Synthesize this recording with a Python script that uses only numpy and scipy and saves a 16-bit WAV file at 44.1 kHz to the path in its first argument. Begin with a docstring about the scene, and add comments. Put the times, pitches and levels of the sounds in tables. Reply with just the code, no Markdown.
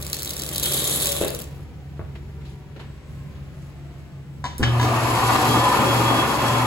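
"""Ventilation rumbles in a small tiled restroom while a tap splashes over a hand into a china basin:
droplets slap, trapped bubbles ring and the basin drums. The valve sings as it shuts and the pipe thuds.
A few steps follow, with swishing sleeves and a faint high whistle. The button of a wall hand dryer is
pushed, its timer clacks in, the motor hums and spins up, and turbulent air roars and hisses through
the metal nozzle."""
import sys
import numpy as np
from scipy import signal
from scipy.fft import rfft, irfft, next_fast_len
from scipy.io import wavfile
from scipy.ndimage import uniform_filter1d

SR = 44100
rng = np.random.default_rng(int(sys.argv[2]) if len(sys.argv) > 2 else 0)


def wav_record(signal):
    """Record a signal, one row per channel, as 16-bit PCM in the file named by sys.argv[1]."""
    frames = np.transpose(np.atleast_2d(signal))
    bounded = np.clip(frames, -1, 1)
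    # unit amplitude maps onto the largest positive 16-bit level
    quanta = np.round(bounded * 32767).astype(np.int16)
    wavfile.write(sys.argv[1], SR, quanta)


N = 293706
TIME = np.arange(N) / SR
SIZE = next_fast_len(N + SR)
FREQS = np.maximum(np.fft.rfftfreq(SIZE, 1 / SR), 1)
FULL_FLOW_DB = -26   # stream level at which all the water hits the china
MOTOR_ON_S = 4.605


def from_db(db):
    """Amplitude ratio of a level in decibels."""
    return 10 ** (np.asarray(db) / 20)


def rms_one(x):
    """Normalisation to unit rms."""
    return x / np.sqrt(np.mean(x ** 2) + 1e-20)


def in_time(rows):
    """Linear interpolation of each column at every sample; the first column is time."""
    s, *columns = np.transpose(rows)
    return [np.interp(TIME, s, c) for c in columns]


def at_hz(points, hz):
    """Interpolation on a logarithmic frequency axis."""
    return np.interp(np.log(hz), np.log(np.array(points)[:, 0]), np.array(points)[:, 1])


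def ramp(start, end):
    """Linear rise from 0 to 1 between two times."""
    return np.clip((TIME - start) / (end - start), 0, 1)


def drift(rate_hz):
    """Slow random modulation: low-passed noise of unit rms."""
    hop = 40
    pole = np.exp(-2 * np.pi * hop * rate_hz / SR)
    slow = signal.lfilter([1], [1, -2 * pole, pole * pole], rng.standard_normal(N // hop + 2002))[2000:]
    return np.interp(np.arange(N) / hop, np.arange(len(slow)), rms_one(slow))


def eddies(depth_db, rate_hz):
    """Amplitude-modulated noise, swelling and sagging as eddies pass."""
    return rng.standard_normal(N) * from_db(depth_db * drift(rate_hz))


def ring(clicks, hz, t60):
    """Damped resonator: a unit impulse excites a decaying sine of unit amplitude."""
    r, w = np.exp(-np.log(1000) / (t60 * SR)), 2 * np.pi * hz / SR
    return signal.lfilter([0, np.sin(w)], [1, -2 * r * np.cos(w), r * r], clicks + 1e-18)


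def ports(bins):
    """Phase difference between two microphone ports turns a spectrum into a stereo signal."""
    # Each row: frequency in Hz, lead of the left port in radians.
    port_phase = [(0, 0), (1600, .3), (2200, 1.5), (2700, 2.7), (3320, 2.5), (3550, 3.4), (3900, 5.4),
                  (4600, 5.9), (5200, 8.6), (5700, 9.4), (6400, 6.5), (7200, 6.28), (9050, 3.14),
                  (11300, 0), (13600, -3.14), (15500, -6.28)]
    lead = np.interp(FREQS, *np.transpose(port_phase))
    return irfft(bins * np.exp(.5j * lead * np.array([[1], [-1]])), SIZE)[:, :N]


def spread(near, spectrum, resonances=()):
    """Partial coherence: a source and the diffuse field that trails it, coloured alike, at unit rms."""
    # Each row: frequency in Hz, share of the power common to both ports.
    coherence = [(60, 0.916), (300, 0.801), (1150, 0.746), (1500, 0.387), (2200, 0.405), (2700, 0.114),
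                 (3400, 0.224), (4500, 0.145), (5600, 0.106), (6300, 0.26), (7200, 0.69), (9000, 1),
                 (16000, 0.99)]
    gain = from_db(at_hz(spectrum, FREQS))
    for hz, width_hz, lift_db in resonances:
        gain = gain * from_db(lift_db / (1 + (2 * (FREQS - hz) / width_hz) ** 2))
    alike = np.clip(at_hz(coherence, FREQS), 0, 1)
    trail = np.sqrt(signal.lfilter([1], [1, -np.exp(-1 / (0.00305 * SR))], near ** 2 + 1e-18))
    diffuse = rfft(rms_one(trail * rng.standard_normal((2, N))), SIZE)
    direct = rfft(rms_one(near), SIZE)
    return rms_one(ports(gain * (np.sqrt(alike) * direct + np.sqrt(1 - alike) * diffuse)))


def near_walls(x, echo_db, sway_s):
    """Comb filtering: early reflections ripple the spectrum, shifting as the microphone moves."""
    lags = [lag + sway_s * drift(.5) for lag in rng.uniform(.001, .008, 4)]
    echoes = sum(x[np.clip(np.arange(N) - np.round(lag * SR).astype(int), 0, N - 1)] for lag in lags)
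    return x + from_db(echo_db) * echoes


def tile_response():
    """Reverberation: the spectrum of the room's stereo tail, each band decaying at its own rate."""
    # Each row: frequency in Hz, reverberation time in seconds.
    room_t60 = [(100, 0.184), (500, 0.52), (3000, 0.574), (8000, 0.264), (16000, 0.061)]
    t, edges, tail = TIME[:SR * 3 // 4], np.geomspace(50, 18000, 9), 0
    for low, high in zip(edges, edges[1:]):
        bandpass = signal.butter(2, [low, high], "band", fs=SR, output="sos")
        band = signal.sosfilt(bandpass, rng.standard_normal((2, len(t))))
        tail = tail + band * np.exp(-np.log(1000) * t / at_hz(room_t60, np.sqrt(low * high)))
    tail = tail * np.clip(t / 0.00113, 0, 1)
    return rfft(tail / np.sqrt(np.sum(tail ** 2) / 2), SIZE)


def in_room(x, tiles, wet_db):
    """Convolution adds the reverberation of the tiles to the direct sound."""
    return ports(rfft(x, SIZE) * (1 + from_db(wet_db) * tiles))


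def strike(blows, modes, crack_db, crack_s, top_hz, tail_db):
    """Modal response to impacts; countless small modes merge into a crack and a faint tail."""
    onsets, forces = [round(s * SR) for s, db in blows], from_db([db for s, db in blows])
    ringing, crack = np.zeros(N), np.zeros(N)
    for hz, level_db, t60 in modes:
        clicks = np.zeros(N)
        clicks[onsets] = forces * from_db(level_db + rng.normal(0, 2.01, len(onsets)))
        ringing += ring(clicks, hz, t60) * rng.choice([-1, 1])
    for i, force in zip(onsets, forces):
        age = TIME[:N - i]
        crack[i:] += force * (np.exp(-age / crack_s) + from_db(tail_db) * np.exp(-age / 0.0644))
    dull = signal.butter(2, min(top_hz, .45 * SR), fs=SR, output="sos")
    noise = signal.sosfilt(dull, signal.sosfilt(dull, crack * rng.standard_normal(N)))
    return ringing + from_db(crack_db) * noise


def wavering_tone(hz, depth_hz, rate_hz):
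    """Random frequency modulation of a unit sine."""
    return np.sin(2 * np.pi * np.cumsum(hz + depth_hz * drift(rate_hz)) / SR)


def ventilation():
    """Broadband and tonal fan noise: duct rumble, two wavering tones and a faint wash of air."""
    # Each row: frequency in Hz, relative spectral density in dB.
    rumble_spectrum = [(22, -30), (38, -48.5), (55, 6), (72, -10.5), (95, 1), (115, -5), (145, 2),
                       (190, -8.5), (300, -18.5), (450, -26.5), (900, -47.5)]
    air_spectrum = [(150, -3), (320, 9.5), (500, -1.5), (750, -3), (1200, -8), (2300, -9.5), (4000, -17),
                    (7000, -24.5), (12000, -32.5), (16000, -56)]
    # Each row: time in seconds, level in dB.
    rumble_level = [(0.0, -33), (0.12, -39), (1.3, -36.5), (1.53, -38), (2.09, -38), (2.5, -38.5),
                    (2.7, -41), (2.97, -38.5), (3.02, -48), (3.06, -41), (3.12, -36), (3.3, -36.5),
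                    (3.7, -39), (4.26, -40.5), (4.4, -37)]
    air_level = [(1.5, -47.5), (1.85, -50), (2.3, -49), (2.65, -50), (2.9, -48.5), (3.3, -48), (4.0, -48.5),
                 (4.2, -50.5)]
    # Each row: frequency in Hz, level in dB relative to the rumble level.
    fan_tones = [(72.5, -3.5), (139, -3.5)]
    rumble = from_db(-1.5) * spread(rng.standard_normal(N), rumble_spectrum)
    tones = sum(np.sqrt(2) * from_db(db + 2.0 * drift(3.46)) * wavering_tone(hz, 0.787, rate_hz=3.3)
                for hz, db in fan_tones)
    air = spread(near_walls(rng.standard_normal(N), echo_db=-9, sway_s=.0004), air_spectrum)
    duct = from_db(in_time(rumble_level)[0] - 0.5) * (rumble + tones)
    return duct + from_db(in_time(air_level)[0]) * air


def flow_db():
    """Strength of the tap stream in dB relative to full flow."""
    # Each row: time in seconds, stream level in dB.
    stream_level = [(0, -41), (0.17, -40), (0.45, -38.5), (0.538, -34), (0.558, -32), (0.622, -34),
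                    (0.63, -26), (0.68, -26.3), (0.9, -24.5), (1.05, -25.3), (1.2, -31), (1.3, -39),
                    (1.41, -45), (1.53, -68)]
    return in_time(stream_level)[0] - FULL_FLOW_DB


def patter(per_s, size_spread_db):
    """Shot noise: uneven droplets land at random, with a mean power independent of their rate."""
    sizes = from_db(size_spread_db * np.minimum(rng.exponential(1, N), 4)) * rng.choice([-1, 1], N)
    return sizes * (rng.random(N) < per_s / SR) / np.sqrt(per_s)


def tap(tiles):
    """Droplet impacts on hand and china, bubble resonance and basin drumming all follow the flow."""
    # Each row: frequency in Hz, relative spectral density in dB.
    spray_spectrum = [(1200, -23.5), (2450, -24), (2850, -13), (3200, 1), (3600, 3), (4100, -1),
                      (4700, -11), (6000, -7), (7000, -1), (9800, 4), (11500, 1.5), (13500, -5.5),
                      (16000, -13)]
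    basin_spectrum = [(90, -12), (185, 13.5), (245, 2.5), (310, 10.5), (380, 10), (560, 6.5), (850, -2),
                      (1150, -3), (1700, -2.5), (2500, -3), (3500, -9)]
    # Each row: frequency in Hz, width in Hz, lift in dB.
    basin_resonances = [(578, 50, 4.3), (1145, 80, 7.5)]
    flow, trickle_per_s = flow_db(), 400
    per_s = trickle_per_s + 6000 * from_db(1.7 * flow)   # a stronger stream breaks into more droplets
    # A thin stream lands in gobs, each dying within milliseconds; a full one is more even.
    landings = (rng.random(N) < 90 / SR) * rng.random(N)
    gobs = signal.lfilter([1], [1, -np.exp(-1 / (0.0024 * SR))], landings + 1e-18)
    lumps = 1 + 5.5 * gobs * np.sqrt(trickle_per_s / per_s)
    lumps /= np.sqrt(uniform_filter1d(lumps ** 2, size=SR // 5))
    impacts = patter(per_s, size_spread_db=5.0) * lumps
    spray = spread(near_walls(impacts, echo_db=-9.5, sway_s=.0004), spray_spectrum)
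    bubbles = sum(ring(patter(per_s / 160, size_spread_db=9), hz, t60=32 / hz)
                  for hz in np.geomspace(3150, 4600, 22))
    fizz = in_room(rms_one(bubbles), tiles, wet_db=-5)
    drumming = spread(patter(per_s, size_spread_db=0.5), basin_spectrum, basin_resonances)
    water = from_db(FULL_FLOW_DB + flow) * (from_db(1.5) * spray + from_db(-12) * fizz)
    water += from_db(-32.3 + 0.53 * flow) * drumming
    return water * (1 - ramp(1.64, 1.642))


def small_drops(count):
    """Random sampling of lesser drops: rows of time, level and pitch, the level following the flow."""
    last_s, low_hz, high_hz = 1.44, 3300, 12500
    when, size, pitch = rng.random((count, 3)).T
    s = last_s * (np.arange(count) + when) / count
    level_db = -19 + .75 * np.interp(s, TIME, flow_db()) + 3 * (2 * size - 1)
    return list(zip(s, level_db, low_hz * (high_hz / low_hz) ** pitch))


def drops(tiles):
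    """Impact and bubble resonance: a drop slaps, sprays briefly and traps air that rings a few cycles."""
    # Each row: start in seconds, level in dB, bubble pitch in Hz.
    loud_drops = [(0.0253, -21, 4000), (0.029, -23, 7200), (0.0488, -24, 7720), (0.0662, -21, 7620),
                  (0.078, -25, 7400), (0.0992, -20, 7530), (0.1306, -10, 4160), (0.1434, -19, 4140),
                  (0.1465, -20, 6900), (0.1675, -18.5, 4160), (0.1885, -23, 7500), (0.1945, -21, 3870),
                  (0.2214, -18, 4120), (0.2304, -15, 11200), (0.2478, -18, 7750), (0.2574, -19, 7350),
                  (0.2758, -18, 3930), (0.2932, -19, 3650), (0.3062, -16, 4610), (0.3098, -19, 7000),
                  (0.3341, -22, 4550), (0.3392, -22, 7400), (0.3666, -18, 10500), (0.3925, -19, 11000),
                  (0.3974, -18, 4410), (0.4199, -16, 11600), (0.4354, -16.5, 12200), (0.4638, -18, 4780),
                  (0.4903, -17, 10800), (0.5302, -20, 7300), (0.5477, -19, 4320), (0.5601, -14, 4370),
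                  (0.5811, -11.5, 10100), (0.5978, -13, 11000), (0.6285, -15, 11600), (0.6324, -9.5, 3500),
                  (0.6404, -14, 3540), (0.6594, -13, 11700), (0.7216, -12, 11500), (0.767, -15, 11400),
                  (0.8423, -14, 11600), (0.8748, -14, 7210), (0.8967, -13, 11300), (0.9601, -14, 10800),
                  (1.0194, -14, 11500), (1.0454, -12, 10500), (1.0574, -10, 11200), (1.07, -8, 10800),
                  (1.0903, -14, 11200), (1.1194, -13, 10700), (1.1274, -13, 10700), (1.1653, -16, 3860),
                  (1.281, -17, 3900), (1.3039, -18, 6800), (1.3483, -16, 7530), (1.4017, -26, 11100),
                  (1.4135, -25, 11000), (1.4182, -23, 11000), (1.441, -31, 7500)]
    slap_s, spray_s, decay_cycles = .0015, .005, 5.0
    rise_per_s = 25   # relative climb in pitch as a bubble nears the surface
    out, t = np.zeros(N), TIME[:SR // 20]
    thin = signal.butter(2, 3200, "high", fs=SR, output="sos")
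    splash = np.exp(-t / slap_s) + from_db(-18) * np.exp(-t / spray_s)
    attack = np.clip(t / 0.0004, 0, 1)
    for s, level_db, hz in list(loud_drops) + small_drops(count=30):
        bubble = np.sin(2 * np.pi * hz * t * (1 + rise_per_s * t / 2)) * np.exp(-t * hz / decay_cycles)
        slap = signal.sosfilt(thin, rng.standard_normal(len(t)) * splash)
        drop = from_db(-2.5) * bubble + from_db(-0.5) * slap
        out[round(s * SR):][:len(t)] += from_db(level_db) * drop * attack
    return in_room(out, tiles, wet_db=-8.5)


def valve(tiles):
    """The closing valve sings a wavering note; then blows excite the pipe's modes in a thud."""
    # Each row: start in seconds, level in dB.
    pipe_blows = [(1.213, -20.5), (1.2222, -28.5), (1.236, -25.5), (1.2495, -29)]
    # Each row: frequency in Hz, relative level in dB, 60 dB decay time in seconds.
    pipe_modes = [(201.96, -11.5, 0.82), (349.9, -10, 0.15), (422, -0.5, 0.105), (485.4, 3.5, 0.067),
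                  (567.6, -4, 0.076), (690.6, -11, 0.059), (763, -16, 0.053), (1330, -32.5, 0.059),
                  (1820, -23.5, 0.049), (2660, -8, 0.035)]
    peak_s, rise_db_per_s, fall_db_per_s = 1.093, 481.5, 143
    age = TIME - peak_s
    song_db = -29.5 + np.minimum(rise_db_per_s * age, -fall_db_per_s * age)
    song = from_db(song_db) * wavering_tone(562.8, depth_hz=9, rate_hz=33)
    thud = strike(pipe_blows, pipe_modes, crack_db=-2.0, crack_s=0.0081, top_hz=3280, tail_db=-21)
    return in_room(song + thud, tiles, wet_db=-2.5)


def walk(tiles):
    """Impact and friction: dull footfalls, shoes brushing the floor, and a sleeve brushing past with a bright
    swish."""
    # Each row: start in seconds, level in dB.
    footfalls = [(1.594, -49), (1.993, -34), (2.012, -45.5), (2.153, -45.5)]
    # Each row: frequency in Hz, relative level in dB, 60 dB decay time in seconds.
    step_modes = [(92.5, 5.5, 0.36), (139.5, 0, 0.26), (348, -1.5, 0.147), (435, -1.5, 0.158),
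                  (640, 2.5, 0.04), (915, -13, 0.078), (1214, -13.5, 0.08), (1490, -13.5, 0.086),
                  (2232, -23.5, .1), (3485, -18, 0.053)]
    # Each row: start in seconds, level in dB, decay time in seconds, high-pass cutoff in Hz.
    scuffs = [(1.964, -48, .03, 400), (2.151, -34, 0.02, 1500), (2.41, -45, .02, 900),
              (2.45, -34, 0.05, 3500), (2.76, -35.5, 0.018, 300), (2.793, -36, 0.055, 400),
              (3.35, -44, .035, 2000)]
    # Each row: frequency in Hz, relative spectral density in dB.
    scuff_spectrum = [(300, 15), (900, 3), (2200, 2), (4000, -3.5), (5500, -15), (7000, -20), (11000, -25),
                      (16000, -34)]
    brush, grit = 0, spread(eddies(depth_db=1.0, rate_hz=86), scuff_spectrum)
    for s, level_db, decay_s, low_hz in scuffs:
        age = np.maximum(TIME - s, 0)
        rub = signal.sosfilt(signal.butter(2, low_hz, "high", fs=SR, output="sos"), grit)
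        brush = brush + from_db(level_db) * (1 - np.exp(-age / 0.003)) * np.exp(-age / decay_s) * rub
    steps = strike(footfalls, step_modes, crack_db=7.5, crack_s=0.0074, top_hz=1900, tail_db=-20)
    return in_room(steps, tiles, wet_db=-6.0) + brush


def sleeves():
    """Friction noise of cloth swells and fades with each stride."""
    # Each row: time of the peak in seconds, level in dB, time constant of rise and fall in seconds.
    swishes = [(2.52, -61, .05), (3.13, -63, .06), (3.64, -59, .07), (4.0, -69, .06)]
    # Each row: frequency in Hz, relative spectral density in dB.
    cloth_spectrum = [(1500, -20), (4500, -2), (7000, 0), (11000, -2), (16000, -16)]
    swell = sum(from_db(db) * np.exp(-np.abs(TIME - s) / fade_s) for s, db, fade_s in swishes)
    return swell * spread(eddies(depth_db=2.5, rate_hz=45), cloth_spectrum)


def whistles():
    """A faint high tone, modulated at random in level and pitch, comes and goes."""
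    # Each row: start in seconds, end in seconds, frequency in Hz, level in dB.
    tones = [(2.82, 3.3, 7989, -76), (3.7, 4.42, 7989, -77)]
    out = 0
    for start, end, hz, db in tones:
        gate = ramp(start, start + .04) * (1 - ramp(end - .04, end))
        out = out + gate * from_db(db + 2.5 * drift(6)) * wavering_tone(hz, depth_hz=4, rate_hz=20)
    return np.sqrt(2) * out


def start_button(tiles):
    """Modal ringing: the button rattles, the switch snaps, the casing thumps and the timer latches."""
    # Each row: start in seconds, level in dB.
    button_blows = [(4.4415, -25), (4.4525, -27), (4.461, -28.5), (4.798, -21), (4.813, -22),
                    (4.829, -22.5), (4.848, -25)]
    switch_blows = [(4.5815, -20.5)]
    casing_blows = [(4.596, -27.5), (4.604, -23.5), (4.608, -25.5), (4.612, -31), (4.622, -24.5)]
    timer_blows = [(4.6245, -33), (4.629, -17.5), (4.6362, -20)]
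    # Each row: frequency in Hz, relative level in dB, 60 dB decay time in seconds.
    button_modes = [(268.4, -9, 0.067), (774.5, -3, 0.07), (983.8, 1, 0.068), (1102, -7.5, 0.039),
                    (1684, -4, 0.06), (1888, -16, 0.052), (2035, -11, 0.11), (2250, -20.5, .08),
                    (3042, -7.5, 0.042), (3644, -11.5, 0.0667), (4440, -23.5, 0.068), (4490, -30, .07),
                    (6220, -16.5, 0.055), (6600, -24.5, .05)]
    switch_modes = [(7070, -26, 0.036), (8300, -17, 0.039), (10180, -10, 0.048), (11300, -13, 0.0204),
                    (12600, -11.5, 0.017), (15000, -22.5, 0.0196)]
    casing_modes = [(77.8, 0, 0.505), (203, -2, 0.136), (253.7, 1.5, 0.065), (315, -3, 0.122),
                    (393.5, -10, 0.105), (535.5, -10.5, 0.116)]
    timer_modes = [(565, -16.5, 0.197), (809, -4.5, 0.053), (1035, -5, 0.057), (1678, 2.5, 0.036),
                   (1850, -5.5, 0.0304), (2073, -12, .04), (2265, -3, 0.03), (2850, -10, 0.089),
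                   (3060, -11, 0.22), (3105, -13, 0.2), (3155, -17, 0.55), (3381, -11, 0.16),
                   (3707, -13, 0.064), (5250, -13, 0.06)]
    button = strike(button_blows, button_modes, crack_db=-4, crack_s=.0053, top_hz=6600, tail_db=-11)
    switch = strike(switch_blows, switch_modes, crack_db=-10.5, crack_s=.0008, top_hz=15000, tail_db=-9.5)
    casing = strike(casing_blows, casing_modes, crack_db=-1, crack_s=.0075, top_hz=1500, tail_db=-28)
    timer = strike(timer_blows, timer_modes, crack_db=0, crack_s=.00695, top_hz=5370, tail_db=-11.5)
    return in_room(button + timer, tiles, wet_db=-9.5) + in_room(switch + casing, tiles, wet_db=-3.5)


def fan_speed():
    """Rotor speed as a share of full speed: a jerk at switch-on, then an exponential approach."""
    nine_tenths_at_s, time_constant_s = 5.023, .235
    lag = np.exp(-(np.maximum(TIME, MOTOR_ON_S) - nine_tenths_at_s) / time_constant_s) / 10
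    return np.clip(1 - lag, 0, 1) * ramp(MOTOR_ON_S, MOTOR_ON_S + 0.057)


def motor(speed):
    """Beating of hums at twice the mains and twice the rotor rate; a thin whine climbs with speed."""
    # The whine swells and fades as the microphone moves. Each row: time in seconds, relative level in dB.
    whine_level = [(4.8, -60), (5.14, -34), (5.4, -40), (5.52, -30), (5.68, -33), (5.76, -40),
                   (5.88, -30.5), (6.22, -31), (6.35, -41), (6.48, -30), (6.65, -39)]
    mains_hz, rotor_hz, whine_order = 60, 59.24, 56
    beat_dip_s = 5.74   # the two hums are in antiphase here
    inrush_db, inrush_slip = 10.5, 0.266   # extra hum of the starting current, full above this slip
    turns = np.cumsum(rotor_hz * speed) / SR
    rotor_phase = 2 * np.pi * (turns - np.interp(beat_dip_s, TIME, turns))
    magnetic_phase = 2 * np.pi * 2 * mains_hz * (TIME - beat_dip_s)
    current_db = inrush_db * np.minimum((1 - speed) / inrush_slip, 1)
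    attack = 1 - np.exp(-np.maximum(TIME - MOTOR_ON_S, 0) / 0.039)
    buzz = sum(from_db(db) * np.sin(k * magnetic_phase) for k, db in enumerate([0, -20, -20], 1))
    magnetic_hum = from_db(-29.5 + current_db) * attack * buzz
    rotor_hum = from_db(-30) * speed ** 2 * np.sin(2 * rotor_phase)
    # The airstream shakes the whine in pitch and level.
    flutter = 2 * np.pi * np.cumsum(6.5 * drift(41.8)) / SR
    whine_db = in_time(whine_level)[0] - 2.0 + 3.0 * drift(18)
    whine = from_db(whine_db) * speed * np.sin(whine_order * rotor_phase + flutter)
    return np.sqrt(2) * (magnetic_hum - rotor_hum + ports(rfft(whine, SIZE)))


def blower(speed):
    """Turbulence rings the scroll and nozzle and hisses at the exit, growing as powers of fan speed."""
    # Each row: frequency in Hz, relative spectral density in dB.
    roar_spectrum = [(350, -26), (520, -4), (800, -0.3), (1120, 0.5), (1240, -0.7), (1300, -8.5),
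                     (1600, -8.5), (2000, -10.5), (2650, -12), (3500, -20.5), (4800, -51.5)]
    hiss_spectrum = [(2200, -7.5), (3300, 3.5), (4200, 7), (5000, 4.5), (6000, 1), (7500, 2), (9200, -1),
                     (11300, 1.5), (13500, -6.5), (16000, -37.5)]
    buffet_spectrum = [(35, -43), (60, -24.5), (85, -1), (140, -1), (200, 2), (250, 2), (340, 4.5),
                       (480, 0), (700, -28.5)]
    # Each row: frequency in Hz, width in Hz, lift in dB.
    duct_resonances = [(251, 36, 6), (312, 25, 3), (566, 50, 3), (765, 50, 5), (885, 60, 2.5),
                       (1008, 48, 6), (1065, 35, 3), (1120, 40, 3), (1207, 32, 5.3), (1340, 18, 5),
                       (1421, 30, 7.5), (1753, 28, 7.5), (2218, 40, 6), (2525, 70, 5.5), (2615, 40, 3),
                       (2735, 55, 6), (3135, 50, 7.5)]
    # Each row: time in seconds, relative levels of roar and of hiss in dB.
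    jet_levels = [(5.28, -21.5, -31.5), (5.362, -17.5, -30.5), (5.368, -22, -32), (5.45, -20.5, -31),
                  (5.694, -21, -34), (5.742, -20.5, -32.5), (6.26, -22, -35), (6.276, -23.5, -34.5),
                  (6.612, -22.5, -35.5), (6.62, -24, -35.5)]
    # Each row: time in seconds, relative level of the low buffeting in dB.
    buffet_level = [(4.72, -34), (4.774, -37.5), (4.822, -25.5), (4.882, -30), (5.248, -30), (5.578, -24),
                    (5.616, -32), (5.848, -22.5), (5.968, -27), (6.016, -23.5), (6.06, -27), (6.66, -29.5)]
    roar_db, hiss_db = in_time(jet_levels)
    duct_flow = near_walls(eddies(depth_db=0.9, rate_hz=16.2), echo_db=-11, sway_s=.0005)
    roar = from_db(roar_db + 1.6) * speed ** 2.656 * spread(duct_flow, roar_spectrum, duct_resonances)
    jet = near_walls(eddies(depth_db=1.0, rate_hz=19.6), echo_db=-2.5, sway_s=.0002)
    hiss = from_db(hiss_db + 2.5) * speed ** 4.2 * spread(jet, hiss_spectrum)
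    gusts = spread(eddies(depth_db=0.78, rate_hz=15.4), buffet_spectrum, duct_resonances)
    buffet = from_db(in_time(buffet_level)[0] + 1.5) * speed * gusts
    return roar + hiss + buffet


def scene():
    """Superposition of all the sources in the restroom."""
    tiles, speed = tile_response(), fan_speed()
    sink = tap(tiles) + drops(tiles) + valve(tiles)
    dryer = start_button(tiles) + blower(speed) + motor(speed)
    return sink + walk(tiles) + sleeves() + whistles() + dryer + ventilation()


def record(dry):
    """Frequency response of the ports: the left is a little louder in the midrange; the top is cut."""
    # Each row: frequency in Hz, excess of left over right in dB.
    balance = [(180, .2), (300, 2.0), (1300, 2.4), (2100, 0)]
    cutoff_hz = 15900
    lowpass = 1 / np.sqrt(1 + (FREQS / cutoff_hz) ** 200)
    port_gains = from_db(at_hz(balance, FREQS) * np.array([[.5], [-.5]]))
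    return irfft(rfft(dry, SIZE) * lowpass * port_gains, SIZE)[:, :N]


dry = scene()
out = record(dry)
wav_record(out)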